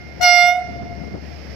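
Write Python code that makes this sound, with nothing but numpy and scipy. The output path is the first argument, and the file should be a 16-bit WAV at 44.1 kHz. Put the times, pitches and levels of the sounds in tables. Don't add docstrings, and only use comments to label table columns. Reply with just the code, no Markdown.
import sys
import numpy as np
from scipy import signal
from scipy.fft import rfft, irfft
from scipy.io import wavfile
from scipy.ndimage import uniform_filter1d

SR = 44100
rng = np.random.default_rng(int(sys.argv[2]) if len(sys.argv) > 2 else 0)


def master_out(mix):
    frames = np.transpose(np.atleast_2d(mix))
    ceiling = np.clip(frames, -1, 1)
    pcm = np.round(ceiling * 32767).astype(np.int16)
    wavfile.write(sys.argv[1], SR, pcm)


def magnitude_from_level(level_db):
    exponent = np.asarray(level_db, float) / 20
    return 10 ** exponent


N = 68355
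T = np.arange(-SR, N) / SR
HEARD_T = T[SR:]

# time in seconds, wheel hiss in dB, engine in dB.
APPROACH = [(0, -3, -8.5), (.2, 1, -4), (.4, -3, -9), (.62, 3, 0), (.72, 4, 3.5), (.85, 1, -1.5),
            (1.0, 1, 1.5), (1.1, -1.5, 0.5), (1.18, -1.5, -3), (1.28, 2.5, 0), (1.55, 4, 1.5)]


def drift(hz, size):
    r, run_in = np.exp(-2 * np.pi * hz / SR), 8000
    x = signal.lfilter([1], [1, -2 * r, r * r], rng.standard_normal(size + run_in))[run_in:]
    return (x - x.mean()) / x.std()


def along(rows, t):
    s, *columns = np.transpose(rows)
    return [np.interp(t, s, column) for column in columns]


def both_ports(left_db, right_db):
    return magnitude_from_level([[left_db], [right_db]])


def lowpass(order, hz, x):
    return signal.sosfilt(signal.butter(order, hz, fs=SR, output="sos"), x)


def horn(delay=0, ratio=1, direct=0, count=7):
    # time in seconds, pitch in Hz, pressure in dB.
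    air_supply = [
        (.198, 708.7, -31),
        (.212, 708.4, -5.5),
        (.232, 721.4, -1.5),
        (.27, 709.4, -1),
        (.42, 706.7, -1),
        (.5, 711, -3),
        (.57, 722.4, -8.5),
        (.62, 725, -14),
        (.675, 665.7, -30),
    ]
    # multiple of the pitch, left in dB,
    # right in dB, steered share 0-1.
    partials = [(1, -12, -6.5, 0.47), (2, -16, -23, .8), (3, -13.5, -1.5, 0.52), (4, -25, -16.5, .1),
                (5, -21, -20.5, 0.7), (6, -30, -17.5, 0.07), (7, -26, -13, 0.27),
                (8, -28, -12, 0), (9, -47, -38, 0), (10, -40, -50, 0), (11, -36, -46, 0),
                     (12, -47, -74, 0), (13, -48, -55, 0), (14, -51, -47, 0), (15, -46, -47, 0),
                     (16, -46, -42, 0), (17, -48, -39, 0), (18, -50, -39, 0), (19, -52, -40, 0),
                     (20, -53, -45, 0), (21, -54, -51, 0), (22, -56, -51, 0)]
    # time in seconds, left in dB, right in dB.
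    steering = [(.205, 9.5, -43), (.22, 1, -58), (.245, 1.5, -11), (.28, 2.5, -3), (.33, -2.5, 0),
                (.6, 5, 4)]
    # multiple of the pitch, fade in dB per second.
    ground_fades = [(4, 2), (5, -1), (6, 31.5), (7, 14), (8, 10), (9, 7), (10, 59), (12, 28), (14, 73)]
    # multiple of the pitch, left in dB, right in dB, fade in dB per second.
    side_tones = [(1.25, -56, -35, 50.5), (1.75, -40.5, -36.5, 9), (2.25, -49, -51, 17.5),
                  (2.75, -37, -50, 19), (3.25, -42.5, -45, 25)]
    left_lag_rad, high_partials_db, flutter_wide_hz = 0.37, -1, 23.8

    t = (T - delay - .2) * ratio + .2
    end_s = air_supply[-1][0] + .05
    live = (t > air_supply[0][0]) & (t < end_s)
    t, size = t[live], live.sum()
    hz, pressure_db = along(air_supply + [(end_s, 715, -70)], t)
    phase = 2 * np.pi * np.cumsum(hz * ratio) / SR
    rough = 0.011 + 0.031 * np.exp(-((t - .228) / .02) ** 2)
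    steer_db = np.array(along(steering, t)) * direct
    out = np.zeros((2, size))

    for k, left_db, right_db, share in (partials)[:count]:
        if k == 1:
            dull = 1
        elif k > 8:
            dull = 2.2
        else:
            dull = 2.55 + 0.52 * np.log2(k / 2)
        fade_db = sum(rate for multiple, rate in ground_fades if multiple == k) * (t - .35)
        partial_db = dull * pressure_db - fade_db + high_partials_db * (k > 7)
        waver_db = .4 + .8 * np.log2(k) * (k != 3)
        start = rng.uniform(0, 2 * np.pi)
        air = 1 + rough * k ** 1.23 * drift(278, size)
        for c, side_db in enumerate((left_db, right_db)):
            level = magnitude_from_level(side_db + partial_db + waver_db * drift(9, size) + share * steer_db[c]) * 2 ** .5
            lag = left_lag_rad * (1 - c) * k ** .5
            out[c] += level * air * np.sin(k * phase + start - lag)

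    if direct:
        for k, left_db, right_db, fade_db in side_tones:
            tone = drift(flutter_wide_hz, size) * np.sin(k * phase)
            tone += drift(flutter_wide_hz, size) * np.cos(k * phase)
            out += tone * magnitude_from_level(1.2 * pressure_db - fade_db * (t - 0.326)) * both_ports(left_db, right_db)
    full = np.zeros((2, len(T)))
    full[:, live] = out
    return full


def yard(x):
    t60_s, rise_s, cut_hz, tail_db = 1.78, 0.022, 2050, -27.5
    t = np.arange(int(1.5 * SR)) / SR
    tail = rng.standard_normal((2, len(t))) * magnitude_from_level(-60 * t / t60_s) * np.minimum(t / rise_s, 1)
    tail = lowpass(1, cut_hz, tail)
    tail /= np.sqrt(np.sum(tail ** 2, axis=1, keepdims=True))
    return magnitude_from_level(tail_db) * signal.fftconvolve(x, tail, axes=1)[:, :len(T)]


def horn_in_yard():
    # delay in seconds, pitch ratio, left in dB, right in dB.
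    near_echoes = [
        (.04, .965, -30, -27),
        (.11, .970, -25, -17),
    ]
    # delay in seconds, pitch ratio, left in dB, right in dB.
    far_wall = (.42, .978, -22, -27)
    in_line_s, in_line_wide_s = 0.926, 0.037
    echo_cut_hz, behind_ratio = 1230, .975
    earlier_s, earlier_db = 1, 1.5

    echoes = np.zeros((2, len(T)))
    for delay, ratio, left_db, right_db in near_echoes:
        echoes += horn(delay, ratio, count=3) * both_ports(left_db, right_db)
    delay, ratio, left_db, right_db = far_wall
    in_line = np.exp(-((T - in_line_s) / in_line_wide_s) ** 4)
    echoes += horn(delay, ratio, count=1) * both_ports(left_db, right_db) * in_line

    plain = horn(count=9)
    behind = lowpass(2, echo_cut_hz, horn(0, behind_ratio, count=3))
    earlier = magnitude_from_level(earlier_db) * np.roll(plain, -int(earlier_s * SR), axis=1)
    direct = horn(direct=1, count=22)
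    return (direct + lowpass(2, echo_cut_hz, echoes) + yard(plain + behind + earlier))[:, SR:]


def hiss():
    # frequency in Hz, level in dB per Hz.
    left_body = [(40, -73), (120, -69), (700, -84), (1060, -89), (1400, -86), (2500, -93.5), (6500, -98.5),
                 (8200, -111)]
    left_treble = [(6000, -130), (8500, -112), (12500, -112), (15700, -125)]
    # frequency in Hz, level in dB per Hz.
    right_body = [(40, -76), (200, -72.5), (720, -71.5), (1060, -88), (2100, -74.5), (3700, -91),
                  (5300, -77.5), (6900, -104)]
    right_treble = [(7000, -108), (8000, -138), (9300, -119), (12500, -102), (15700, -114)]
    patchy_db = .7
    hz = np.arange(N // 2 + 1) * SR / N + 1

    def shape(curve):
        curve_hz, db = np.transpose(curve)
        return magnitude_from_level(np.interp(np.log(hz), np.log(curve_hz), db, -160, -160))

    alike = 0.34 * np.exp(-(hz / 5000) ** 2)
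    both, left, right = rfft(rng.standard_normal((3, N))) * np.sqrt(SR / 2)
    ports = np.sqrt(alike) * both + np.sqrt(1 - alike) * np.array([left, right])
    ports *= [shape(left_body) + shape(left_treble), shape(right_body) + shape(right_treble)]
    out = np.zeros((2, N))
    place = 2 * np.log2(hz / 30)
    shared = drift(1.9, N)
    for k in range(20):
        band = np.cos(np.pi / 2 * np.clip(place - k, -1, 1)) ** 2
        flicker_db = patchy_db * (.5 * shared + drift(12, N))
        out += irfft(ports * band, N) * magnitude_from_level(flicker_db)
    hiss_db, _ = along(APPROACH, HEARD_T)
    return out * magnitude_from_level(hiss_db)


def engine():
    firing_hz = 72 + 1.8 * drift(4.3, N)
    tone = np.sin(2 * np.pi * np.cumsum(firing_hz) / SR) * 2 ** .5
    _, engine_db = along(APPROACH, HEARD_T)
    return tone * magnitude_from_level(engine_db + 1.5 * drift(2.5, N)) * both_ports(-33.5, -47.5)


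def wind():
    # time in seconds, level in dB, left over right in dB.
    gusts = [(0.0, -42, 3), (0.154, -43, 5), (0.198, -49.5, 29.5), (0.276, -48.5, 6), (0.328, -44, 14.5),
             (0.4, -52.5, 5), (0.444, -44, 20.5), (0.56, -52, 21), (0.702, -33.5, 1), (0.784, -36, 12.5),
             (0.84, -32.5, -5), (0.928, -42.5, 22.5), (0.948, -43, 10), (1.04, -40, 24.5),
             (1.112, -37, -8.5), (1.148, -27, 1.0), (1.194, -45.5, 3), (1.55, -45, 11)]
    low_hz, high_hz, bright_hz = 83.3, 214, 700
    lump_db, bright_per_db, wind_db = 2.5, .02, 2
    rumble_cut = signal.butter(3, low_hz, "high", fs=SR, output="sos")
    db, pan_db = along(gusts, HEARD_T)
    out = np.zeros((2, N))
    for c, side_db in enumerate((pan_db / 2, -pan_db / 2)):
        gust_db = db + side_db + lump_db * 2 * np.tanh(drift(42, N) / 2)
        white = signal.sosfilt(rumble_cut, rng.standard_normal((2, N)))
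        low = lowpass(2, high_hz, white[0])
        high = lowpass(6, bright_hz, white[1])
        bright = np.clip(bright_per_db * (gust_db + 45), 0, 1.5)
        out[c] = magnitude_from_level(gust_db + wind_db) * (low / low.std() + bright * high / high.std())
    return out


def buffets():
    # time in seconds, left in dB, right in dB, length in seconds.
    eddies = [
        (0.798, -39, -52, 0.0099),
        (0.829, -56, -25, 0.012),
        (1.016, -41, -52, 0.03),
        (1.151, -26.5, -36, 0.011),
        (1.179, -26.5, -53, 0.0053),
        (1.24, -34.5, -58, 0.015),
    ]
    band = signal.butter(2, [90, 444], "band", fs=SR, output="sos")
    noise = signal.sosfilt(band, rng.standard_normal((2, N)))
    puffs = np.zeros((2, N))
    for s, left_db, right_db, length in eddies:
        puffs += both_ports(left_db, right_db) * np.exp(-((HEARD_T - s) / length) ** 2)
    return puffs * noise / noise.std()


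def scene():
    return horn_in_yard() + hiss() + engine() + wind() + buffets()


def top_cut(x):
    return signal.sosfilt(signal.butter(12, 15820, fs=SR, output="sos"), x)


def record(dry):
    right_dip_hz = [6900, 10200]
    duck_from_db, duck_share, attack_s, release_db_per_s = -21.5, 0.34, 0.032, 24
    peak_limit = .95

    power = uniform_filter1d(np.mean(dry ** 2, axis=0), size=441)
    db = 10 * np.log10(power + 1e-12)
    release_db = release_db_per_s * HEARD_T
    held_db = np.maximum.accumulate(db + release_db) - release_db
    duck_db = duck_share * np.maximum(held_db - duck_from_db, 0)
    r = np.exp(-1 / (attack_s * SR))
    x = dry * magnitude_from_level(-signal.lfilter([1 - r], [1, -r], duck_db))
    x = x / (1 + (x / peak_limit) ** 10) ** .1
    dip = signal.butter(1, right_dip_hz, "bandstop", fs=SR, output="sos")
    x = np.array([x[0], signal.sosfilt(dip, x[1])])
    return top_cut(x)


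dry = scene()
out = record(dry)
master_out(out)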